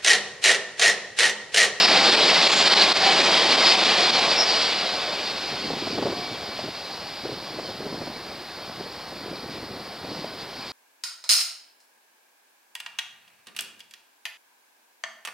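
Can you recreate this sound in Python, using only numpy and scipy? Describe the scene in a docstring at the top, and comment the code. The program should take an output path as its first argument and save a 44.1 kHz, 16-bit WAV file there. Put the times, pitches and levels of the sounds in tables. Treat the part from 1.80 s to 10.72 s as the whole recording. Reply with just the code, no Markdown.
"""A station platform beside a steel truss bridge: an electric express rushes past and recedes.
Bridge and track roar and wheels hiss on rails (shaped noise), while their flanges sing in brief narrow bands.
The drive whines in wavering tones, and the rails go on hissing behind the train.
Its slipstream then buffets the microphone in short, fluttering puffs of noise; a town murmurs throughout."""
import sys
import numpy as np
from scipy import signal
from scipy.fft import rfft, irfft, next_fast_len
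from scipy.io import wavfile
from scipy.ndimage import uniform_filter1d, map_coordinates

SR = 44100
rng = np.random.default_rng(int(sys.argv[2]) if len(sys.argv) > 2 else 0)


def master(y):
    """Save y as 16-bit WAV."""
    cut = np.clip(np.atleast_2d(y).T, -1, 1)
    pcm = np.round(cut * 32767)  # scale
    wavfile.write(sys.argv[1], SR, pcm.astype(np.int16))


N = 393372

# The pass: constant distance until the last wheels leave, then a straight retreat
TRACK_M, SPEED_M_PER_S, LAST_WHEELS_S = 12, 20, 2.12

# Rolling sounds, before each layer's trim: [start level/dB, sag alongside/(dB/s),
# loss per tenfold distance/dB, level that the rails carry from afar/dB]
ROAR_FADE = (-23.5, 0.68, 29, -43.5)
RUSH_FADE = (-21, 1.04, 29, -49)
HISS_FADE = (-24, 1.2, 18.5, -48.5)

# Swells as wheels bear harder on the rail: [middle t/s, half length/s, hiss level before trim/dB]
WHEEL_SWELLS = [(0, 0.13, -22.5), (.5, 0.2, -24.5), (.78, 0.056, -26.5), (1.0, 0.07, -25),
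                (1.89, 0.046, -19), (2.5, 0.027, -25), (2.75, 0.11, -22.5), (4.1, 0.071, -40),
                (4.8, 0.041, -39.5), (5.85, 0.036, -45), (7.74, .035, -41), (8.38, 0.1, -41),
                (8.62, 0.028, -39.5), (8.88, 0.13, -40.5)]
SWELL_RUSH_DB = -5.5  # a swell's gain in the rush relative to the hiss, before their trims

# Relative spectra of the rolling noise: [f/Hz, level/dB]
ROAR_SPECTRUM = [(25, -37), (60, -22), (110, -19), (150, -12.5), (185, -7), (270, -3), (370, -2), (480, 1),
                 (620, 3), (900, -1), (1300, -6), (2000, -8), (4000, -58)]
RUSH_SPECTRUM = [(400, -47), (900, -4.5), (1400, -5), (2000, -2), (3000, 0), (3900, 2), (4700, -0.5),
                 (5400, -7.5), (6200, -15), (7000, -16.5), (8200, -21.5), (10000, -32.5), (12000, -45.5),
                 (16000, -75)]
RAIL_HISS_SPECTRUM = [(2500, -31), (3600, -23), (4150, 0.5), (4900, 1.5), (5250, -1.5), (5600, -10),
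                      (6100, -22), (7500, -22), (11000, -56)]

# Resonances of girders and rails: [f/Hz, width/Hz, lift/dB]
TRACK_MODES = [(194, 40, 4.5), (356, 80, 3.5), (795, 110, 3.5), (1102, 130, 3.5)]
RAIL_MODES = [(1600, 91, 0.76), (2330, 330, 2.1), (3200, 110, 0.33)]

# Whine of the drive: [t/s, central f/Hz, level before the line levels/dB]
DRIVE_COURSE = [(0, 823.7, -36), (1, 794, -42), (1.8, 765, -36), (2.6, 742, -37), (3.2, 731, -42),
                (3.8, 716, -46.5), (4.6, 713, -43), (5, 713, -55), (8.92, 712, -57)]
# Lines of the whine: [multiple of the central f, relative level/dB]
DRIVE_LINES = [(1, -1.5), (1.572, -8), (2.061, -10.5), (3.2, -7)]
# Depth of pitch wander as a share of f: always present, and added alongside
FAR_SPREAD, NEAR_SPREAD = 0.003, 0.046

# Relative spectrum of the town: [f/Hz, level/dB]
TOWN_SPECTRUM = [(25, -13), (60, 1.5), (110, 4.5), (250, 1), (500, -9), (850, 2), (1500, 0), (2250, -4.5),
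                 (3000, -26), (7000, -36)]

# Wheels scraping and ringing: [middle t/s, half length/s, f/Hz, width/Hz, level/dB]
FLANGE_NOTES = [(0.028, 0.039, 5290, 220, -23), (.44, .025, 3900, 400, -21),
                (0.756, 0.055, 6800, 1600, -30.5), (0.98, 0.013, 1680, 54, -23.5),
                (1.004, 0.03, 4100, 200, -22.5), (1.272, 0.037, 765, 50, -22),
                (1.862, 0.065, 5200, 150, -27), (2.608, 0.025, 5360, 340, -19), (3.35, 0.074, 617, 22, -41)]

# Brief dips of the train's level: [t/s, nominal depth/dB, recovery/s]
LEVEL_DIPS = [(.06, 7, .017), (.303, 6, 0.016), (.356, 8, .012), (.676, 6.5, .02), (.709, 7, 0.0081),
              (.742, 5.5, 0.03), (.882, 5.5, 0.025), (.941, 9, 0.02), (1.128, 12.5, .027),
              (1.176, 3.5, 0.048), (1.42, 5.5, 0.013), (1.761, 7, 0.0092), (1.955, 3.5, 0.024),
              (2.039, 8.5, 0.0091), (2.307, 7, 0.023), (2.398, 6, 0.013), (2.64, 4, 0.02)]
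DIP_FALL_S = 0.003

# The slipstream arrives behind the train and leaves a light breeze (level before trim)
WAKE_S, WAKE_RISE_S, BREEZE_DB = 3.7, 0.2, -52
# Gusts in it: [middle t/s, half length/s, level before trim/dB]
GUSTS = [(3.96, 0.18, -33.5), (4.24, 0.11, -31), (4.56, 0.14, -37.5), (4.86, 0.036, -36),
         (5.23, 0.023, -42), (5.53, 0.097, -40), (5.82, .08, -39), (6.15, 0.15, -35.5),
         (6.54, 0.054, -39.5), (7.0, 0.1, -40.5), (7.6, 0.28, -39), (7.94, .1, -41), (8.37, 0.11, -35.5),
         (8.76, 0.11, -43.5)]
# Strongest single puffs of air: [t/s, level before a common cut/dB]
PUFFS = [(3.902, -16), (3.932, -19), (4.069, -17), (4.18, -13.5), (4.223, -12.5), (4.255, -12),
         (4.266, -13), (4.298, -17), (4.323, -17), (4.788, -20.5), (4.875, -23), (5.451, -17), (5.488, -20),
         (5.514, -22), (5.787, -19), (5.89, -21), (6.002, -21.5), (6.141, -21.5), (6.214, -22.5),
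         (6.269, -20.5), (6.999, -25), (7.059, -26.5), (7.319, -26), (7.458, -22.5), (7.526, -23.5),
         (8.244, -21), (8.443, -20)]
PUFF_RISE_S, PUFF_LENGTH_S = 0.0014, 0.013

# Relative spectra of the moving air: [f/Hz, level/dB]
BUFFET_SPECTRUM = [(25, -27), (60, -16), (110, -3.5), (220, -0.5), (380, -0.5), (650, -8.5), (900, -18),
                   (1300, -23), (2500, -34), (14000, -68)]
PUFF_SPECTRUM = [(40, -26), (120, -15.5), (300, 2), (600, 0), (850, -6), (1300, -20), (2500, -29),
                 (14000, -62)]

# Relative spectrum of the electronics: [f/Hz, level/dB]
MIC_HISS_SPECTRUM = [(30, 10), (5000, -12), (9000, 4.5), (13000, 2.5), (16000, -1.5)]
TOP_HZ = 15750  # nothing passes from here up


def amp(db):
    """Logarithmic level: decibels become an amplitude ratio."""
    return 10 ** (np.asarray(db) / 20)


def unit(x):
    """Normalisation: scale to rms 1."""
    return x / np.sqrt(np.mean(x ** 2) + 1e-20)


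def clock():
    """Sampling: the time of each sample in seconds."""
    return np.arange(N) / SR


def curves(rows):
    """Linear interpolation: one value per sample for each column after the time."""
    s, *columns = np.transpose(rows)
    return [np.interp(clock(), s, column) for column in columns]


def wobble(rate):
    """Band-limited fluctuation: a smooth random curve with rate knots a second."""
    knots = rng.standard_normal(int(N * rate / SR) + 4)
    return map_coordinates(knots, [clock() * rate])


def filtered(x, response):
    """Linear filtering: multiply the spectrum of x by a response of frequency."""
    n = x.shape[-1]
    padded = next_fast_len(n + SR // 10)
    spectrum = rfft(x, padded) * response(np.fft.rfftfreq(padded, 1 / SR))
    return irfft(spectrum, padded)[..., :n]


def coloured(x, spectrum, modes=()):
    """Spectral shaping with resonance: weight x by a spectrum and modal humps, at rms 1."""
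    f, db = np.transpose(spectrum)

    def response(hz):
        level_db = np.interp(np.log(hz + 1), np.log(f), db)
        for centre, width, lift in modes:
            level_db = level_db + lift / (1 + (2 * (hz - centre) / width) ** 2)
        return amp(level_db)

    return unit(filtered(x, response))


def smoothed_grid(shape, bins, frames):
    """Local averaging: a random grid smoothed over frequency and time, at rms 1."""
    grid = uniform_filter1d(rng.standard_normal(shape), size=bins, axis=0)
    return unit(uniform_filter1d(grid, size=frames, axis=1))


def patchy(patchy_db, surge_db):
    """Non-stationary noise: narrow bands flicker, broad ones surge, as wheel after wheel takes the lead."""
    z = signal.stft(rng.standard_normal(N), nperseg=1024)[2]
    narrow = smoothed_grid(z.shape, bins=3, frames=10)
    broad = smoothed_grid(z.shape, bins=22, frames=5)
    gain = amp(patchy_db * narrow + surge_db * broad)
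    return signal.istft(z * gain, nperseg=1024)[1][:N]


def distance():
    """Pythagorean geometry: metres to the nearest wheels."""
    along_m = SPEED_M_PER_S * np.maximum(clock() - LAST_WHEELS_S, 0)
    return np.hypot(TRACK_M, along_m)


def passing(start_db, sag_db_per_s, loss_db, far_db):
    """Spreading loss: a level nearly held alongside, then falling to what the rails carry."""
    sag_db = sag_db_per_s * np.minimum(clock(), LAST_WHEELS_S)
    direct_db = start_db - sag_db - loss_db * np.log10(distance() / TRACK_M)
    return 20 * np.log10(np.hypot(amp(direct_db), amp(far_db)))


def swelling(rows):
    """Power addition: joint gain of bell-shaped swells."""
    t = clock()
    power = sum(amp(db) ** 2 * np.exp(-((t - s) / half) ** 2) for s, half, db in rows)
    return np.sqrt(power)


def track():
    """Structure-borne sound: wheels shake girders and sleepers into a rattling roar."""
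    level_db = passing(*ROAR_FADE)
    rattle_db = 0.69 * wobble(14) + 0.51 * wobble(70)
    noise = patchy(patchy_db=1.03, surge_db=0.6)
    return amp(level_db + rattle_db) * coloured(noise, ROAR_SPECTRUM, TRACK_MODES)


def wheels():
    """Roughness excitation: steel on steel gives a broad rush and a high hiss that the rails carry far."""
    swell = swelling(WHEEL_SWELLS)
    rush_gain = np.hypot(amp(passing(*RUSH_FADE)), amp(SWELL_RUSH_DB) * swell)
    hiss_gain = np.hypot(amp(passing(*HISS_FADE)), swell)
    # distance evens out the roughness of single wheels
    nearness = TRACK_M / distance()
    roughness_db = (0.19 + 0.95 * nearness) * wobble(40)
    rush_noise = patchy(patchy_db=1.42, surge_db=0.6)
    rush = rush_gain * amp(2.5) * coloured(rush_noise, RUSH_SPECTRUM, RAIL_MODES)
    hiss_noise = patchy(patchy_db=1.5, surge_db=0.43)
    hiss_trim = amp(-2.5 + 0.66 * wobble(20))
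    hiss = hiss_gain * hiss_trim * coloured(hiss_noise, RAIL_HISS_SPECTRUM)
    return amp(roughness_db) * (rush + hiss)


def whine():
    """Frequency modulation and beating: motors and gears sing; unlike Doppler shifts blur the near cars."""
    pitch_hz, level_db = curves(DRIVE_COURSE)
    spread = FAR_SPREAD + NEAR_SPREAD * (TRACK_M / distance()) ** 2
    lines = np.zeros(N)
    for multiple, db in DRIVE_LINES:
        line_hz = multiple * pitch_hz * (1 + spread * wobble(90))
        phase = 2 * np.pi * np.cumsum(line_hz) / SR
        # a random complex amplitude makes the line beat
        beating = 0.5 + 0.5 * (wobble(16) + 1j * wobble(16))
        lines += amp(db) * unit(np.real(beating * np.exp(1j * phase)))
    return amp(level_db) * lines


def surroundings():
    """Stationary noise: the town murmurs steadily round the station."""
    return amp(-46.5) * coloured(rng.standard_normal(N), TOWN_SPECTRUM)


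def flanges():
    """Frictional excitation of a resonance: rail contact rubs one wheel mode into a short, rough note."""
    notes = np.zeros(N)
    for s, half, hz, width_hz, db in FLANGE_NOTES:
        resonance = lambda f: 1 / (1 + (2 * (f - hz) / width_hz) ** 2)
        note = unit(filtered(rng.standard_normal(N), resonance))
        envelope = np.exp(-0.5 * ((clock() - s) / half) ** 2)
        notes += amp(db) * envelope * note
    return notes


def dips():
    """Amplitude modulation: a gain that drops within milliseconds and soon comes back."""
    drop_db = np.zeros(N)
    for s, depth_db, recovery in LEVEL_DIPS:
        age = np.maximum(clock() - s, 0)
        fall = np.minimum(age / DIP_FALL_S, 1)
        drop_db += depth_db * fall * np.exp(-(age / recovery) ** 2)
    return amp(-drop_db)


def slipstream():
    """Turbulent pressure: eddies flutter on the microphone in gusts; the strongest land as puffs."""
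    breeze = amp(BREEZE_DB) * np.clip((clock() - WAKE_S) / WAKE_RISE_S, 0, 1)
    gust_gain = np.hypot(breeze, swelling(GUSTS))
    flutter = unit(amp(3.5 * wobble(110) + wobble(22)))
    buffet = coloured(flutter * rng.standard_normal(N), BUFFET_SPECTRUM)
    air = gust_gain * amp(-1.5) * buffet
    # each puff starts abruptly and is spent within a few cycles
    t = np.arange(-SR // 50, SR // 10) / SR
    envelope = np.clip(t / PUFF_RISE_S, 0, 1) * np.exp(-(t / PUFF_LENGTH_S) ** 2)
    for s, db in PUFFS:
        puff = amp(db - 21.0) * coloured(envelope * rng.standard_normal(len(t)), PUFF_SPECTRUM)
        start = round((s + t[0]) * SR)
        air[start:start + len(t)] += puff[:N - start]
    return air


def scene():
    """Superposition: train, wind and town add at one microphone, on two like channels."""
    train = (track() + wheels() + whine() + flanges()) * dips()
    mono = train + surroundings() + slipstream()
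    return np.array([mono, mono])


def record(dry):
    """Electronic noise and band limiting: hiss partly unlike in each channel, treble lifted then cut."""
    shared = amp(-59.0) * coloured(rng.standard_normal(N), MIC_HISS_SPECTRUM)
    own = amp(-85) * coloured(rng.standard_normal((2, N)), MIC_HISS_SPECTRUM)
    lift = lambda hz: (hz < TOP_HZ) / np.cos(np.pi * np.minimum(hz, TOP_HZ) / SR)
    left, right = filtered(dry + shared + own, lift)
    late_left = np.pad(left, (1, 0))[:N]  # one sample late
    return np.array([late_left, right])


dry = scene()
out = record(dry)
master(out)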